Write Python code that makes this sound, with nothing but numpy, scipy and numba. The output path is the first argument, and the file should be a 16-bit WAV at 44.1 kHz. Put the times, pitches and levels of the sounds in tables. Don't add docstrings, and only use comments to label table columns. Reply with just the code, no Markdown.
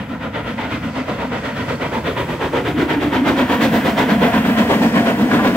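import sys
import numpy as np
from scipy import signal
from scipy.fft import rfft, irfft, next_fast_len
from scipy.io import wavfile
from scipy.ndimage import uniform_filter1d, map_coordinates
from numba import njit

SR = 44100
rng = np.random.default_rng(int(sys.argv[2]) if len(sys.argv) > 2 else 0)


def volts_from_decibels(level):
    exponent = np.asarray(level, float) / 20
    return 10 ** exponent


def generate_wav(signal):
    frames = np.transpose(np.atleast_2d(signal))
    scaled = np.clip(frames, -1, 1) * 32767
    pcm = np.round(scaled).astype(np.int16)
    wavfile.write(sys.argv[1], SR, pcm)


N = 245195


def unit(x):
    return x / np.sqrt(np.mean(x ** 2))


def blend(far_near, near):
    far, close = far_near
    return far + (close - far) * near


def curves(table):
    s, *columns = np.transpose(table)
    return [np.interp(np.arange(N) / SR, s, c) for c in columns]


def walk(rate):
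    hold = int(SR / rate)
    steps = np.repeat(rng.standard_normal(N // hold + 1), hold)
    return 1.13 * uniform_filter1d(uniform_filter1d(steps, hold), hold)[:N]


def colour(x, points):
    size = next_fast_len(N)
    hz, db = np.transpose(points)
    log_f = np.log(np.maximum(np.arange(size // 2 + 1) * SR / size, 1))
    gain = volts_from_decibels(np.interp(log_f, np.log(hz), db, left=-90))
    return irfft(rfft(x, size) * gain, size)[..., :N]


def split(x, low_hz, high_hz):
    band = signal.butter(3, [low_hz, high_hz], "band", fs=SR, output="sos")
    return unit(signal.sosfilt(band, x))


@njit
def svf(x, hz, width):
    y, b, l = np.empty_like(x), np.zeros(2), np.zeros(2)
    for i in range(x.shape[1]):
        g, k = np.tan(np.pi * hz[i] / SR), width / hz[i]
        for c in range(2):
            v = (b[c] + g * (x[c, i] - l[c])) / (1 + g * (g + k))
            b[c], l[c], y[c, i] = 2 * v - b[c], l[c] + 2 * g * v, k * v
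    return y


# f/Hz, level/dB
SCATTER = [(60, -28), (200, -27), (380, -14), (700, -11.5), (1300, -5.8), (2400, -5.5), (4400, -3.5),
           (15000, -1)]


def air():
    shared, scattered = rng.standard_normal((2, N))
    scattered = colour(scattered, [(1, SCATTER[0][1])] + SCATTER)
    return shared + np.array([[1], [-1]]) * scattered


# t/s, nearness [0-1], blast level/dB
PASS = [(0, .01, -31), (.35, .02, -28), (.8, .08, -29.5), (1.2, .1, -27), (1.6, .2, -25), (2.0, .43, -23.5),
        (2.3, .5, -23), (2.6, .45, -22), (3.0, .55, -21.5), (3.3, .75, -18), (3.75, 1.07, -17),
        (4.1, .88, -18.5), (4.45, .97, -18.5), (4.75, .95, -17.6), (5.15, .86, -18), (5.56, .92, -19.5)]


def approach():
    return curves(PASS)


TURNS_S = [-0.397, 0.34, 1.077, 1.809, 2.538, 3.256, 3.977, 4.699, 5.438, 6.17]
# place in the turn [0-1], length [ms], strength level/dB,
# brightness level/dB, boom level/dB
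PORTS = [
    (0, 67, 1.5, -.6, -2.5),
    (.159, 64, -.2, -.8, .4),
    (.331, 72, .6, -.9, -.3),
    (.492, 64, -.6, 1.8, -.4),
    (.657, 72, -4, .6, 1.5),
    (.825, 66, .6, -.3, -.3),
]
# t/s, strength level/dB, brightness level/dB, boom level/dB
ACCENTS = [(0.09, -0.7, -2.2, 1.5), (0.46, 1.9, 0.5, -3.5), (0.58, 3.0, 1.2, -0.3), (0.7, 2.9, 3.6, 5.2),
           (0.82, 2.7, -1.5, -2.1), (0.95, 1.8, -1.6, -0.3), (1.08, -1.8, 0.2, 5.4), (1.19, -0.9, 2.1, 1.2),
           (1.32, 1.1, -3.0, -7.5), (1.44, 1.6, -4.1, -5.1), (1.68, -2.5, -0.2, -3.9),
           (1.92, 1.5, -2.3, 1.7), (2.17, 1.9, -4.1, 1.0), (2.29, 5.1, -8.4, -2.7), (2.41, 1.8, -3.0, 2.9),
           (2.54, 1.9, -3.8, -1.0), (2.78, -0.5, 3.8, 9.4), (2.89, 1.6, -2.2, 0.7), (3.01, 1.0, 1.8, -2.2),
           (3.26, -0.1, 1.3, 6.9), (3.61, 1.3, 3.4, 3.5), (3.73, 2.2, -0.8, -4.4), (3.98, -0.6, 1.8, 2.5),
           (4.22, 1.3, -2.6, 0.6), (4.45, 2.6, -1.7, -0.5), (4.7, 1.3, -1.8, 1.8), (4.82, -1.2, -1.9, 1.1),
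           (4.94, -2.2, 2.1, 3.3), (5.18, -3.9, 0.1, -1.3), (5.31, -2.3, -2.2, 3.1)]


def beats():
    place, *rest = np.transpose(PORTS)
    start = (np.array(TURNS_S[:-1])[:, None] + np.diff(TURNS_S)[:, None] * place).ravel()
    rows = np.column_stack([start, np.tile(rest, len(TURNS_S) - 1).T])
    rows = rows[(start > -.1) & (start < N / SR)]
    accents = np.array(ACCENTS)
    nearest_beat = np.abs(rows[:, :1] - accents[:, 0]).argmin(axis=0)
    rows[nearest_beat, 2:] += accents[:, 1:]
    return rows.T


def at_beats(curve):
    return curve[np.clip((beats()[0] * SR).astype(int), 0, N - 1)]


LENGTH_FAR_NEAR = (1.15, .9)


def puffs(level_db, late_s=0., power=1.):
    rise_s, fall_s, sag_s = .031, .038, .15
    t, flow = np.arange(N) / SR, np.zeros(N)
    starts, lengths_ms = beats()[:2]
    lengths_ms = lengths_ms * blend(LENGTH_FAR_NEAR, at_beats(approach()[0]))
    for start, ms, db in zip(starts, lengths_ms, level_db):
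        i = slice(max(int((start - .1) * SR), 0), int((start + .3) * SR))
        age = t[i] - start - late_s
        opening = .5 + .5 * np.tanh(2 * age / rise_s)
        closing = .5 - .5 * np.tanh(2 * (age - ms / 1000) / fall_s)
        flow[i] += volts_from_decibels(db) * (1.253 * opening * closing * np.exp(-age / sag_s)) ** power
    return flow


# f/Hz, width [Hz]
OVERTONES = [(510, 183), (700, 68), (960, 89), (1350, 200), (1600, 340), (1920, 114)]
# far level/dB, near level/dB
OVERTONE_FAR_NEAR_DB = [(1.5, -5), (-7, -3.5), (5, .6), (3, -12), (-16, 1.5), (4, -1.5)]
# f/Hz, width [Hz], level/dB
NOZZLE = [(2413, 250, -7.5), (3250, 500, -8)]


def column(jet, near, shift_db=0.):
    modes = [(hz, width, blend(pair, near) + shift_db + 1.5)
             for (hz, width), pair in zip(OVERTONES, OVERTONE_FAR_NEAR_DB)] + NOZZLE
    voiced = jet
    for hz, width, db in modes:
        flare = volts_from_decibels(db + 3.2 * walk(16))
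        voiced = voiced + flare * svf(jet, hz * (1 + .045 * walk(9)), width)
    return voiced


# f/Hz, level/dB per Hz
JET = [(250, 8), (400, -3), (1100, -10.5), (2000, -13.5), (3200, -16.5), (5300, -27.5), (9000, -35),
       (11000, -40), (15500, -24)]
# t/s, lowest note f/Hz, level/dB
CHIMNEY = [(0, 235, -25), (.3, 240, -30), (.8, 250, -26), (1.6, 237, -28), (2.2, 238, -29.5),
           (2.55, 290, -28), (2.85, 290, -19.5), (3.3, 269, -18), (3.7, 232, -15.5), (4.1, 224, -14.5),
           (4.4, 222, -15), (4.85, 233, -13), (5.15, 236, -14), (5.56, 245, -12)]


def exhaust(near, blast_db):
    _, _, strength_db, bright_db, boom_db = beats()
    note_hz, note_db = curves(CHIMNEY)
    near_beat = at_beats(near)
    roar_db = at_beats(blast_db) + strength_db
    bark_db = roar_db + blend((-2.2, -4.5), near_beat) + .4 * bright_db
    hiss_db = roar_db + blend((-19.5, -18.3), near_beat) + bright_db
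    voiced = column(colour(air(), JET), near)
    eddies_db = 1.3 * walk(60)
    roar = split(voiced, 316, 1140) * puffs(roar_db + 2) * volts_from_decibels(1.26 * walk(40))
    bark = split(voiced, 1190, 3470) * puffs(bark_db + 2, power=1.08) * volts_from_decibels(.66 * walk(50))
    hiss = split(voiced, 3530, 13300) * puffs(hiss_db + 4, power=1.5) * volts_from_decibels(1.97 * walk(70))
    boom_width_hz, boom_late_s = 72., .0078
    drive = air() * puffs(at_beats(note_db) + boom_db, boom_late_s)
    boom = svf(svf(drive, note_hz, boom_width_hz), note_hz, 140.) * np.sqrt(SR / boom_width_hz / 2)
    return (roar + bark + hiss) * volts_from_decibels(eddies_db) + boom


# delay t/s, level/dB
ECHO = [
    (.031, -10),
    (0.057, -18.5),
    (.092, -18),
]


def echoes(blast):
    return sum(volts_from_decibels(db) * np.pad(blast, ((0, 0), (int(s * SR), 0)))[:, :N] for s, db in ECHO)


# f/Hz, level/dB per Hz
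RUMBLE = [(25, -45), (40, -13.5), (70, 0.5), (120, 2.5), (170, 3.5), (260, -36.5)]
# f/Hz, level/dB per Hz
ROLLING = [(280, -32), (450, 2), (960, -6.5), (1900, -8), (3200, -14.5), (5300, -36.5), (8000, -32)]
# f/Hz, level/dB per Hz
LEAK = [(3000, -10), (4500, 1), (6500, -4), (9000, -6), (11000, -30), (13000, -30)]
# t/s, leak level/dB, rumble level/dB, rolling level/dB
GEAR = [(0, -64, -35, -33), (.3, -56, -35.5, -35), (.55, -51, -31, -32), (.87, -47, -32.5, -32),
        (1.25, -47.5, -32, -29.5), (1.6, -44.5, -32, -29), (2.1, -47, -28, -30), (2.6, -48.5, -27, -31),
        (3.0, -50, -32, -28), (3.4, -43, -32.5, -24), (3.8, -43, -34, -23.5), (4.55, -43, -32.5, -22),
        (4.85, -40, -28, -20.5), (5.2, -40, -32, -22), (5.56, -40, -31, -20)]


def running_gear(near):
    leak_db, rumble_db, rolling_db = curves(GEAR)
    note_hz, note_db = curves(CHIMNEY)
    stroke = puffs(0 * beats()[0], .0075)
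    rumble = unit(colour(air(), RUMBLE) * (1 + .5 * stroke)) * volts_from_decibels(rumble_db + 1.9 * walk(9))
    wander_hz = note_hz * (1 + .05 * walk(12))
    drone = unit(svf(svf(air(), wander_hz, 62.), wander_hz, 140.))
    drone = drone * volts_from_decibels(note_db - 5 + 3.3 * walk(24))
    rolling = unit(column(colour(air(), ROLLING), near, -4.5))
    rolling = rolling * volts_from_decibels(rolling_db - 3.5 + 2.4 * walk(14))
    leak = unit(colour(air(), LEAK) * (1 + .64 * stroke)) * volts_from_decibels(leak_db + .2 + 1.8 * walk(12))
    return rumble + drone + rolling + leak


# f/Hz, level/dB per Hz
WISP = [(7000, -32), (9500, -12), (11000, -9), (13000, -3.5), (15000, 0), (15800, 0)]


def wisps(near):
    level_db, swell_db = (-67, -37), (-7, -.5)
    stroke = puffs(blend(swell_db, at_beats(near)), .0096) + .92
    return colour(air(), WISP) * stroke / 1.26 * volts_from_decibels(blend(level_db, near) + 1.5 * walk(25))


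# t/s, f/Hz, level/dB
SQUEAK = [
    (0.36, 9400, -79),
    (0.37, 9654, -70),
    (0.414, 9569, -68),
    (0.426, 9615, -76),
    (0.444, 9668, -63),
    (0.57, 9688, -73),
    (0.59, 9486, -81),
]


def squeak():
    hz, db = curves(SQUEAK)
    t = np.arange(N) / SR
    on = uniform_filter1d(1. * ((t > SQUEAK[0][0]) & (t < SQUEAK[-1][0])), 200)
    whistle = np.sin(2 * np.pi * np.cumsum(hz) / SR)
    return np.sqrt(2) * on * volts_from_decibels(db + 1 + 1.5 * walk(60)) * whistle


# t/s, starting f/Hz, level/dB
CHIRPS = [
    (.615, 4760, -54),
    (.735, 4720, -54),
    (.995, 4840, -53),
    (1.135, 4450, -53),
    (1.255, 4500, -54),
    (1.335, 4800, -55),
    (1.515, 4550, -50),
    (1.605, 4600, -51),
    (1.735, 4550, -48),
]


def chirps():
    length_s, fall = .033, .05
    t, out = np.arange(N) / SR, np.zeros(N)
    for start, hz, db in CHIRPS:
        share = np.clip((t - start) / length_s, 0, 1)
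        phase = 2 * np.pi * np.cumsum(hz * (1 - fall * share)) / SR
        out += volts_from_decibels(db) * np.sin(np.pi * share) * np.sin(phase)
    return out * volts_from_decibels(1.5 + 5 * walk(300))


# t/s, f/Hz, level/dB
SING = [
    (3.93, 677, -27),
    (4.28, 708, -17),
    (4.6, 720, -21),
    (5.05, 700, -20),
    (5.31, 706, -26),
]


def singing():
    rise_s, fall_s, idle_db = .035, .07, -40
    t, (s, hz, _) = np.arange(N) / SR, np.transpose(SING)
    swells = sum(volts_from_decibels(db) * np.exp(-np.abs(t - at) / np.where(t < at, rise_s, fall_s)) for at, _, db in SING)
    idle = volts_from_decibels(idle_db) * uniform_filter1d(1. * ((t > s[0]) & (t < s[-1])), SR // 5)
    return unit(svf(air(), np.interp(t, s, hz), 32.)) * (swells + idle) * volts_from_decibels(-2.5)


# t/s, level/dB, brightness [dB per octave]
CLANKS = [
    (5.313, -25, 8.5),
    (5.39, -24, 0),
    (5.445, -25.5, -3),
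]
# f/Hz, level/dB, t60 [s]
ROD = [(490, -8, .12), (778, 4.5, 0.15), (1017, 2, 0.29), (1170, 0.5, 0.25), (1450, 4.5, 0.093),
       (1660, 0.5, 0.13), (2300, -9, .1)]


def clanks():
    out = np.zeros(N)
    for start, db, tilt_db in CLANKS:
        age = np.arange(N - int(start * SR)) / SR
        for hz, mode_db, t60 in ROD:
            phase = 2 * np.pi * (hz * age + rng.random())
            size = volts_from_decibels(db + mode_db + tilt_db * np.log2(hz / 1000))
            out[-len(age):] += size * np.sin(phase) * (1 - np.exp(-age / .0042)) * 1000. ** (-age / t60)
    return out * volts_from_decibels(4 * walk(250))


def distant(x, near):
    low = signal.sosfilt(signal.butter(2, 6500, fs=SR, output="sos"), x)
    return low + volts_from_decibels(blend((-6.2, -.6), near)) * (x - low)


# far f/Hz, near f/Hz, width [Hz], far and near depth
DIPS = [(380, 300, 120, .95, -1.1), (1150, 1100, 80, .65, -1.9), (800, 830, 45, -1.5, .4),
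        (1300, 1260, 90, -1.2, .55)]


def wall(sound, near):
    for far_hz, near_hz, width, *depth in DIPS:
        dip = svf(sound, blend((far_hz, near_hz), near), width)
        sound = sound - np.clip(blend(depth, near), 0, 1) * dip
    return sound


# t/s, f/Hz of the dip, depth [0-1]
BOUNCE = [
    (0, 830, .05),
    (.8, 860, .15),
    (1.15, 880, .9),
    (1.8, 790, .65),
    (2.4, 700, .8),
    (2.8, 560, .55),
    (3.2, 450, .85),
    (3.7, 380, .5),
    (4.5, 345, .55),
    (5.56, 365, .4),
]


def road(sound):
    hz, depth = curves(BOUNCE)
    return sound - np.clip(depth, 0, 1) * svf(sound, hz, 90.)


# t/s, left lag [samples], left minus right level/dB
BEARING = [
    (0, 2.0, 0.2),
    (1.2, 2.2, 0),
    (1.8, 2.8, 0),
    (3.5, -1.5, -0.1),
    (4.0, 0, -0.2),
    (4.6, -4.5, 0),
    (5.56, -3.5, 0.6),
]
# f/Hz, left lead [radians]
SHADOW = [(1, 0.12), (300, -0.13), (800, -0.26), (1550, 0.78), (3000, -0.13), (4300, 0.63), (5400, -.6),
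          (6700, 0.79)]


def two_ports(sound):
    lag, pan_db = curves(BEARING)
    size, (hz, lead) = next_fast_len(N), np.transpose(SHADOW)
    turn = np.exp(.5j * np.interp(np.arange(size // 2 + 1) * SR / size, hz, lead))
    ports = []
    for x, side in zip(sound, (1, -1)):
        bent = irfft(rfft(x, size) * turn ** side, size)
        moved = map_coordinates(bent, [np.arange(N) - side * lag / 2], order=3, mode="nearest")
        ports.append(volts_from_decibels(side * pan_db / 2) * moved)
    return np.array(ports)


def scene():
    near, blast_db = approach()
    blast = exhaust(near, blast_db)
    engine = blast + echoes(blast) + running_gear(near)
    sound = distant(engine, near) + singing() + clanks()
    sound = road(wall(sound, near))
    return two_ports(sound) + wisps(near) + squeak() + chirps()


def top_cut(x):
    return signal.sosfilt(signal.butter(12, 16870, fs=SR, output="sos"), x)


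def record(dry):
    left = colour(dry[0], [(1, .31), (6000, -.2), (13000, -3.6)])
    x = np.tanh(1.136 * np.array([left, dry[1]])) / 1.075
    top_hz = 15770
    x = colour(x, [(1, 0), (top_hz, 0), (top_hz + 12, -110)])
    return top_cut(x)


dry = scene()
out = record(dry)
generate_wav(out)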